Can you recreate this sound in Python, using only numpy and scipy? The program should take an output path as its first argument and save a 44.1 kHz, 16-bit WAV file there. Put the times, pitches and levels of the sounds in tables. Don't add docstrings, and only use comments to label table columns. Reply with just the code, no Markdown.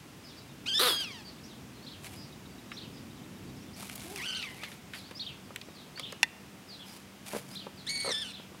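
import sys
import numpy as np
from scipy import signal
from scipy.fft import rfft, irfft
from scipy.io import wavfile
from scipy.ndimage import uniform_filter1d

SR = 44100
rng = np.random.default_rng(int(sys.argv[2]) if len(sys.argv) > 2 else 0)


def inscribe(sig):
    pcm = np.round(np.clip(np.atleast_2d(sig).T, -1, 1) * 32767)
    wavfile.write(sys.argv[1], SR, pcm.astype(np.int16))


N = 379260
TIME = np.arange(N) / SR
TOP_HZ = 15900

# (time [s], pitch [Hz], relative level [dB], roughness [0-1])
FIRST_SQUEAL = [(.653, 1150, -38.5, .7), (.69, 1614, -30.5, .35), (.728, 1545, -29.5, 0.27),
                (.75, 1754, -24.5, 0.22), (.778, 1755, -25.2, 0.29), (.8, 1970, -29, 0.43),
                (.85, 2100, -37, 1), (.9, 1698, -28, .15), (.945, 1640, -31, 0.05),
                (1.015, 1600, -32.5, .25), (1.06, 1320, -41.5, .3), (1.15, 965, -48, .3),
                (1.24, 790, -56, .4)]
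SECOND_SQUEAL = [(4.16, 1303, -52, 0.94), (4.205, 972, -41, 0.87), (4.262, 1535, -39.5, .9),
                 (4.392, 1510, -40.5, 0.87), (4.48, 1029, -47, 0.89), (4.565, 998, -61, .9),
                 (4.635, 1240, -48.5, .9), (4.7, 1026, -54, 1)]
THIRD_SQUEAL = [(7.86, 1600, -44, 1), (7.896, 2217, -32, .7), (7.94, 2245, -35, 0.53),
                (8.08, 2215, -34.5, 0.8), (8.106, 2090, -33, 1), (8.128, 1745, -31.5, .55),
                (8.218, 1775, -34, .55), (8.248, 1516, -41.5, 0.78), (8.33, 1380, -48.5, 1)]
# (frequency [Hz], gain [dB])
WIDE_MOUTH = [(800, 0), (1750, -16), (2400, -2.5), (3400, -0.5), (4200, -4.5), (5200, -3), (6800, -18.5),
              (8700, -21.5), (12000, -30), (15000, -45)]
NARROW_MOUTH = [(900, 0.5), (1550, -6.5), (2100, 8), (3100, 1.5), (4600, -6), (6500, -13), (7400, -22),
                (8900, -13.5), (10000, -29), (15000, -41)]
PARTED_MOUTH = [(1200, -7), (1780, 1), (2250, -1), (3500, 8), (4500, -1), (5400, 2.5), (6800, -12),
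                (9000, -6.5), (11000, -18.5), (15000, -42)]
def gecko():
    first, second, third, low = np.zeros((4, N))
    add(first, *squeal(FIRST_SQUEAL, WIDE_MOUTH, octave_db=4.5, flutter_hz=379.4, flutter=.11,
                       jitter=.068, shimmer_db=1.5, hiss_db=-15, tire=.55))
    add(second, *squeal(SECOND_SQUEAL, NARROW_MOUTH, octave_db=2.5, flutter_hz=220, flutter=.043,
                        jitter=.0428, shimmer_db=2, hiss_db=-16))
    add(third, *squeal(THIRD_SQUEAL, PARTED_MOUTH, octave_db=4, flutter_hz=285, flutter=.057,
                       jitter=.028, shimmer_db=2, hiss_db=-12))
    add(low, *bark())
    add(low, *moan())
    return gain(-1) * first + gain(2.5) * second + gain(-1) * third + low


def squeal(rows, mouth, octave_db, flutter_hz, flutter, jitter, shimmer_db, hiss_db, tire=0):
    t, hz, level_db, rough = contours(rows)
    rough = np.clip(rough, 0, 1)
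    beat = np.sin(2 * np.pi * cycles(flutter_hz * (1 + .1936 * wander(t, 58))))
    drift = .00267 * wander(t, 37) + rough ** 2 * jitter * wander(t, 375)
    turns = cycles(hz * (1 + drift + rough * flutter * beat))
    lift_db = octave_db + tire * np.maximum(-38 - level_db, 0)
    tone = 0
    for k in range(1, 12):
        partial_db = spectrum_at(mouth, k * hz) + lift_db * (k == 2) + min(k, 3) * wander(t, 49)
        breakup = np.minimum(.35 * (k - 1) * rough, 1.2)
        scatter = breakup * (wander(t, 300) + 1j * wander(t, 300)) / np.sqrt(2)
        partial = ((1 + scatter) * np.exp(2j * np.pi * k * turns)).real
        tone += gain(partial_db) * (k * hz < TOP_HZ) * partial
    hiss = unit_rms(band(coloured(rng.standard_normal(len(t)), mouth), 400, 16000))
    voice = tone / np.sqrt(uniform_filter1d(tone ** 2, 512) + 1e-9) + gain(hiss_db) * rough * hiss
    throb = 1 - .43 * rough * beat
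    shimmer = gain(np.clip(shimmer_db * wander(t, 62), -5, 3))
    return t[0], unit_rms(voice * throb * shimmer) * gain(level_db) * signal.windows.tukey(len(t), .05)


# (time [s], pulse rate [Hz], level [dB], roughness [capped at 1])
BARK = [(.788, 152.7, -53, 1), (.795, 155.3, -26.5, 0.53), (.81, 212.5, -26.5, 0.5),
        (.83, 260.3, -24.5, 0.42), (.85, 249.5, -26.5, 0.24), (.872, 243.2, -25.5, 0.25),
        (.89, 205.5, -28.5, 0.57), (.91, 160.5, -31.5, 0.67), (.935, 141, -35.5, 0.8), (.97, 132, -44, 1.1)]
# (frequency [Hz], gain [dB])
THROAT = [(200, -32), (330, 10), (500, 3), (720, -7.5), (980, -4.5), (1250, 4), (1800, -5.5), (2500, -6),
          (3400, 0), (4700, -3), (5900, -24), (8500, -15), (10200, -10), (15500, -18.5)]
def bark(jitter=.042, puff_turns=.38):
    t, hz, level_db, rough = contours(BARK)
    rough = np.clip(rough, 0, 1)
    turns = cycles(hz * (1 + jitter * rough * wander(t, 170)))
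    slaps = unit_rms(np.sinc((turns - np.round(turns)) * SR / hz) * gain(3.8 * rough * wander(t, 200)))
    growl = (1.2 - rough) * band(slaps, 100, 3350, order=3)
    puffs = unit_rms((.28 + np.exp(-(turns % 1) / puff_turns)) * rng.standard_normal(len(t)))
    rasp = 1.7 * rough * band(puffs, 750, 16000)
    breath = .79 * band(puffs, 2600, 16000, order=4)
    voice = coloured(growl + rasp + breath, THROAT)
    return t[0], voice / np.sqrt(uniform_filter1d(voice ** 2, 800)) * gain(level_db)


# (time [s], pitch [Hz], level [dB])
MOAN = [(4.04, 315, -49), (4.09, 361, -50.5), (4.14, 420, -47), (4.18, 390, -49), (4.215, 307, -58)]
def moan(overtone_db=-10):
    t, hz, level_db = contours(MOAN)
    angle = 2 * np.pi * cycles(hz * (1 + .016 * wander(t, 60)))
    return t[0], gain(level_db) * unit_rms(np.sin(angle) + gain(overtone_db) * np.sin(2 * angle))


# (frequency [Hz], relative level [dB], t60 [s])
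CLICK_MODES = [(824, -15, 0.03), (975, -15.5, 0.033), (1530, -13, .025), (1830, -7, 0.046),
               (1990, -9.5, 0.051), (2460, -5, 0.021), (2770, 0, 0.02), (3520, -6, 0.031),
               (4170, -8.5, 0.02), (4600, -14, 0.028), (5530, -3.5, 0.014), (6800, -15, .011),
               (9760, -7, 0.0065), (11450, -11, .009)]
def click(at_s=6.2303, peak_db=-6, crack_db=-9, crack_t60=.022):
    out, t = np.zeros(N), np.arange(4096) / SR
    ring = sum((-1) ** k * gain(db - 60 * t / t60) * np.sin(2 * np.pi * hz * t)
               for k, (hz, db, t60) in enumerate(CLICK_MODES))
    crack = band(rng.standard_normal(len(t)), 960, 5300, order=1) * gain(-60 * t / crack_t60)
    snap = band(unit_rms(ring) + gain(crack_db) * unit_rms(crack), 250, 11500)
    add(out, at_s, peaking(snap, peak_db))
    return out


# (time [s], peak [dB], ring [Hz], relative crack level [dB], t60 [s])
STALK_SNAPS = [(2.0438, -35, 2080, -9, .03), (2.066, -34.5, 2600, -17, .04),
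               (2.7168, -30.5, 1830, -24, 0.053), (3.8264, -38, 1020, -11, .028),
               (3.8969, -30.5, 2150, -12, 0.015), (3.956, -30.5, 9820, -11, .024),
               (4.0048, -35, 4990, -10, .03), (4.1597, -26.5, 2310, -2, .041),
               (4.4253, -29, 2890, -19, .034), (4.6353, -26.5, 2430, -14.5, 0.067),
               (4.7162, -36, 2390, -9.5, 0.079), (4.935, -29.5, 2200, -19, 0.15),
               (5.1103, -37, 2120, -11, .043), (5.5608, -22, 2460, -7.5, 0.018),
               (5.6141, -34, 3100, -13, 0.024), (5.9757, -33, 1640, -17, .06), (5.9959, -24, 3450, -4, .04),
               (6.124, -32.5, 1550, -4.5, .035)]
def ticks(width=1.67, treble_db=2):
    out, t = np.zeros(N), np.arange(4096) / SR
    for s, db, hz, crack_db, t60 in STALK_SNAPS + small_ticks():
        noise = rng.standard_normal(len(t))
        fall = gain(-60 * t / t60)
        ring = unit_rms(band(noise, hz / width, hz * width, order=4) * fall)
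        crack = unit_rms(band(noise, 2300, 10500) * fall ** 2.2)
        add(out, s, peaking(ring + gain(crack_db + treble_db) * crack, db))
    return out


def small_ticks(per_s=11, ring_hz=2200, octaves=.42, crack_db=-15, t60=.033):
    stir = stirring()
    at = np.flatnonzero((rng.random(N) < per_s / SR) & (stir > gain(-70)))
    peaks_db = 20 * np.log10(stir[at]) + 16
    return [(i / SR, db + 1.5 * size, ring_hz * 2 ** (octaves * pitch), crack_db, t60)
            for i, db, (size, pitch) in zip(at, peaks_db, rng.standard_normal((len(at), 2)))]


# (time [s], length [s], relative treble level [dB])
STIRS = [(0.854, 0.034, -53), (1.005, .01, -59), (2.055, .012, -57.5), (2.135, .03, -66),
         (3.79, .415, -60.5), (4.223, 0.52, -68.5), (4.955, .018, -61.5), (6.879, .1, -66),
         (7.285, .1, -55.3), (7.495, 0.055, -64.5)]
def stirring(attack_s=.04, release_s=.033):
    stir = np.zeros(N)
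    for s, length, db in STIRS:
        rise = np.clip((TIME - s) / attack_s + 1, 0, 1)
        fall = np.exp(-np.maximum(TIME - s - length, 0) / release_s)
        stir += gain(db) * rise * fall
    return stir


# (frequency [Hz], gain [dB])
STRAW = [(410, -13.5), (700, 4.5), (1150, -3.5), (1950, -3.5), (2310, 3.5), (2660, -1), (4950, -2.5),
         (5640, -5), (10900, -2), (15500, -14)]
def rustle(slips_per_s=1300, spread_db=4, scrape=.66):
    sizes = gain(spread_db * np.minimum(rng.exponential(1, N), 4)) * rng.choice([-1, 1], N)
    slips = unit_rms(sizes * (rng.random(N) < slips_per_s / SR)) + scrape * rng.standard_normal(N)
    straw = coloured(slips * gain(1.9 * wander(TIME, 52)), STRAW)
    straw /= np.std(band(straw, 10500, 15500, order=4))
    return gain(3.5) * stirring() * straw


# (time [s], peak [dB], brightness [Hz])
KNOCKS = [(4.632, -35, 1390), (5.111, -37, 269), (5.506, -33.5, 1270), (5.686, -36, 331),
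          (5.996, -35, 1260), (6.125, -35, 466), (7.667, -29, 260), (8.398, -37, 202), (8.519, -42, 393),
          (8.547, -39.5, 578)]
# (time [s], length [s], mid-run peak [dB], brightness [Hz])
SCUFFLES = [(7.334, 0.041, -24, 347), (8.047, .068, -24.5, 540)]
def knocks(knock_t60=.044, scuffle_t60=.06, step_s=.0145, edge_db=-4.5):
    out = np.zeros(N)
    for s, db, bright_hz in KNOCKS:
        add(out, s, peaking(blow(bright_hz, knock_t60), db))
    for s, length, db, bright_hz in SCUFFLES:
        for after in np.arange(0, length, step_s):
            ebb_db = edge_db * abs(2 * after / length - 1)
            add(out, s + after, peaking(blow(bright_hz, scuffle_t60), db + ebb_db))
    return out


# (frequency [Hz], relative level [dB], ring time [factor])
GROUND_MODES = [(206, -10.5, 1), (390, -7, 0.66), (531, -2, 0.86), (752, -4.5, 0.29), (1014, -5, 0.92),
                (1270, 1.5, 1), (1650, -22, 0.89)]
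def blow(bright_hz, t60, detune=.064, grit=.46):
    t = np.arange(6000) / SR
    fall_db = -60 * t / t60
    ring = 0
    for hz, db, hold in GROUND_MODES:
        wave = rng.choice([-1, 1]) * np.sin(2 * np.pi * hz * (1 + detune * rng.standard_normal()) * t)
        ring += wave * gain(db + fall_db / hold) / (1 + (hz / (1.33 * bright_hz)) ** 3)
    litter = band(rng.standard_normal(len(t)), 246, 1270) * gain(fall_db)
    return band(unit_rms(ring) + grit * unit_rms(litter), 230, 5000)


# (time [s], arch gap [s], lead-in [Hz], first top [Hz], second top [Hz], relative level [dB])
TWITTERS = [(1.86, .052, 4450, 4300, 4400, -45.5), (2.764, .047, 5460, 4290, 4320, -43.5),
            (4.342, .047, 4950, 4550, 4500, -40), (5.192, .07, 5100, 4500, 3850, -36.5),
            (6.026, .034, 3340, 3680, 3760, -40.5), (7.55, .039, 4980, 4200, 4250, -41.5),
            (8.33, .037, 3900, 4150, 3510, -45)]
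# (time [s], length [s], start [Hz], end [Hz], relative level [dB])
SLURS = [(.231, .075, 5120, 4900, -52), (.277, .054, 4000, 3300, -55), (.37, 0.033, 4620, 4600, -52.5),
         (1.24, 0.071, 4710, 4450, -49), (1.429, 0.042, 4700, 6300, -51.5), (1.483, .056, 4600, 3000, -54),
         (2.152, .11, 5100, 4820, -51.5), (2.919, .08, 5150, 4860, -57), (3.729, 0.03, 4200, 6300, -52),
         (4.945, .075, 5310, 3390, -50.5), (5.03, .05, 3600, 5000, -52), (5.218, 0.021, 3650, 3900, -40.5),
         (5.728, .11, 5180, 2930, -54.5), (5.952, 0.044, 4100, 4900, -46),
         (6.674, 0.099, 5380, 3400, -48.5), (6.787, .053, 3440, 3350, -48), (6.85, 0.1, 5130, 4850, -54.5),
         (7.765, .06, 5240, 3320, -51.5)]
def birds():
    direct, scattered = np.zeros((2, N))
    song = [note for row in TWITTERS for note in twitter(*row)]
    song += [(s, length, start, (start + end) / 2, end, db) for s, length, start, end, db in SLURS]
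    for s, *shape, db in song:
        direct_share = np.interp(db, [-56, -40], [.25, .7])
        add(direct, s, gain(db) * np.sqrt(direct_share) * syllable(*shape))
        add(scattered, s, gain(db) * np.sqrt(1 - direct_share) * syllable(*shape, waver=.11))
    return gain(-1) * (direct + chipping_bird() + 1.05 * yard(scattered, t60=.38))


def twitter(s, gap_s, lead_hz, first_hz, second_hz, db, foot=.68, tail_hz=3050):
    lead_s, first_s, second_s, tail_s = .046, .034, .019, .04
    return [(s - lead_s, lead_s, lead_hz / 1.09, lead_hz, lead_hz * 1.09, db - 8.5),
            (s, first_s, first_hz * foot, first_hz, first_hz * foot, db),
            (s + gap_s, second_s, second_hz * foot, second_hz, second_hz * foot, db - 2),
            (s + gap_s + second_s / 2, tail_s, tail_hz / .87, tail_hz, tail_hz * .87, db - 8)]


def syllable(length, first_hz, middle_hz, last_hz, waver=.018):
    t = np.arange(0, length, 1 / SR)
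    position = 2 * t / length - 1
    hz = middle_hz + (np.where(position < 0, first_hz, last_hz) - middle_hz) * abs(position) ** 1.378
    angle = 2 * np.pi * cycles(hz * (1 + waver * wander(t, 366)))
    return unit_rms(np.sin(angle) * signal.windows.tukey(len(t), .5))


def chipping_bird(start_s=2.322, end_s=3.52, period_s=.13, hz=3880, fade_db_per_s=5):
    out = np.zeros(N)
    for s in np.arange(start_s, end_s, period_s):
        add(out, s, gain(-57 - fade_db_per_s * (s - start_s)) * syllable(.02, .9 * hz, hz, .9 * hz))
    return out


def chatter(per_s=6, length_s=.045, centre_hz=3900, spread_octaves=.25, bend_octaves=.2):
    out = np.zeros(N)
    at = np.flatnonzero(rng.random(N) < per_s / SR)
    for i, (pitch, start, end, size) in zip(at, rng.standard_normal((len(at), 4))):
        pitches = centre_hz * 2 ** (spread_octaves * pitch + bend_octaves * np.array([start, 0, end]))
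        add(out, i / SR, gain(-66.5 + 2 * size) * syllable(length_s, *pitches))
    return out + yard(out, t60=.38)


# (frequency [Hz], gain [dB])
AIR = [(15, -57), (25, -53), (59, -8.5), (130, -1.5), (184, -3.5), (241, -1.5), (557, -17.5), (905, -20),
       (1390, -22), (1780, -23.5), (2590, -23), (3880, -27), (4210, -29), (4820, -27.5), (15800, -38)]
# (time [s], level [dB])
RUMBLE = [(0.0, -54.5), (0.5, -52.5), (1.72, -51), (3.47, -47.5), (4.43, -53), (7.26, -56), (7.42, -53),
          (8.6, -55.5)]
HUM = [(0, -68), (4.2, -58), (5, -65.5), (7, -58.5), (8.6, -57.5)]
def outdoors(split_hz=480, hiss_db=-55.5, hum_hz=193.7):
    noise = coloured(rng.standard_normal(N), AIR)
    rumble = signal.sosfilt(signal.butter(3, split_hz, fs=SR, output="sos"), noise)
    hiss = signal.sosfilt(signal.butter(3, split_hz, "high", fs=SR, output="sos"), noise)
    rumble /= np.std(band(noise, 80, 400, order=4))
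    hiss /= np.std(band(noise, 700, 15000, order=4))
    hum = unit_rms(np.sin(2 * np.pi * cycles(hum_hz * (1 + .018 * wander(TIME, 14.7)))))
    rumble_db = np.interp(TIME, *np.transpose(RUMBLE)) - .04
    return (rumble * gain(rumble_db + .6 * wander(TIME, 10))
            + hiss * gain(hiss_db + .07 * (rumble_db - rumble_db.mean()))
            + hum * gain(np.interp(TIME, *np.transpose(HUM)) + 1.2 * wander(TIME, 12)))


def yard(x, t60, echoes_per_s=2000):
    t = np.arange(SR) / SR
    taps = rng.choice([-1, 1], SR) * (rng.random(SR) < echoes_per_s / SR) * (t > .006)
    tail = band(taps * gain(-60 * t / t60), 320, 3800, order=1)
    return signal.oaconvolve(x, tail / np.linalg.norm(tail))[:N] / 2


def gain(db):
    return 10 ** (np.asarray(db) / 20)


def unit_rms(x):
    return x / np.sqrt(np.mean(x ** 2) + 1e-20)


def peaking(x, db):
    return gain(db) * x / abs(x).max()


def cycles(hz):
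    return np.cumsum(hz) / SR


def spectrum_at(points, hz):
    points_hz, db = np.transpose(points)
    return np.interp(np.log(hz + 1), np.log(points_hz + 1), db)


def contours(rows):
    s, *columns = np.transpose(rows)
    t = np.arange(s[0], s[-1], 1 / SR)
    return [t] + [np.interp(t, s, column) for column in columns]


def add(mix, s, sound):
    part = mix[max(round(s * SR), 0):][:len(sound)]
    part += sound[:len(part)]


def coloured(x, points):
    log_gain = spectrum_at(points, abs(np.fft.fftfreq(2048, 1 / SR))) * np.log(10) / 20
    taps = np.fft.ifft(np.exp(np.conj(signal.hilbert(log_gain)))).real
    return signal.oaconvolve(x, taps)[:len(x)]


def band(x, low_hz, high_hz, order=2):
    return signal.sosfilt(signal.butter(order, [low_hz, high_hz], "band", fs=SR, output="sos"), x)


def wander(t, rate_hz):
    hz = np.fft.rfftfreq(len(t), 1 / SR)
    noise = rng.standard_normal(N if len(t) > SR else SR)[:len(t)]
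    return unit_rms(irfft(rfft(noise) / (1 + (hz / rate_hz) ** 4), len(t)))


def scene(wall_delay_s=.14, wall_db=-19):
    voice, snap = gecko(), click()
    near = voice + ticks() + knocks() + rustle()
    echo = gain(-15) * yard(near, t60=.3)
    add(echo, wall_delay_s, gain(wall_db) * band(voice, 1800, 6000))
    snap_echo = gain(-24.5) * yard(band(snap, 700, 4000), t60=.98)
    return (near + snap + birds() + echo + snap_echo + outdoors() + chatter())[None]


def record(dry):
    lowpass = signal.firwin(511, TOP_HZ, window=("kaiser", 9), fs=SR)
    return signal.oaconvolve(dry, lowpass[None], "same")


dry = scene()
out = record(dry)
inscribe(out)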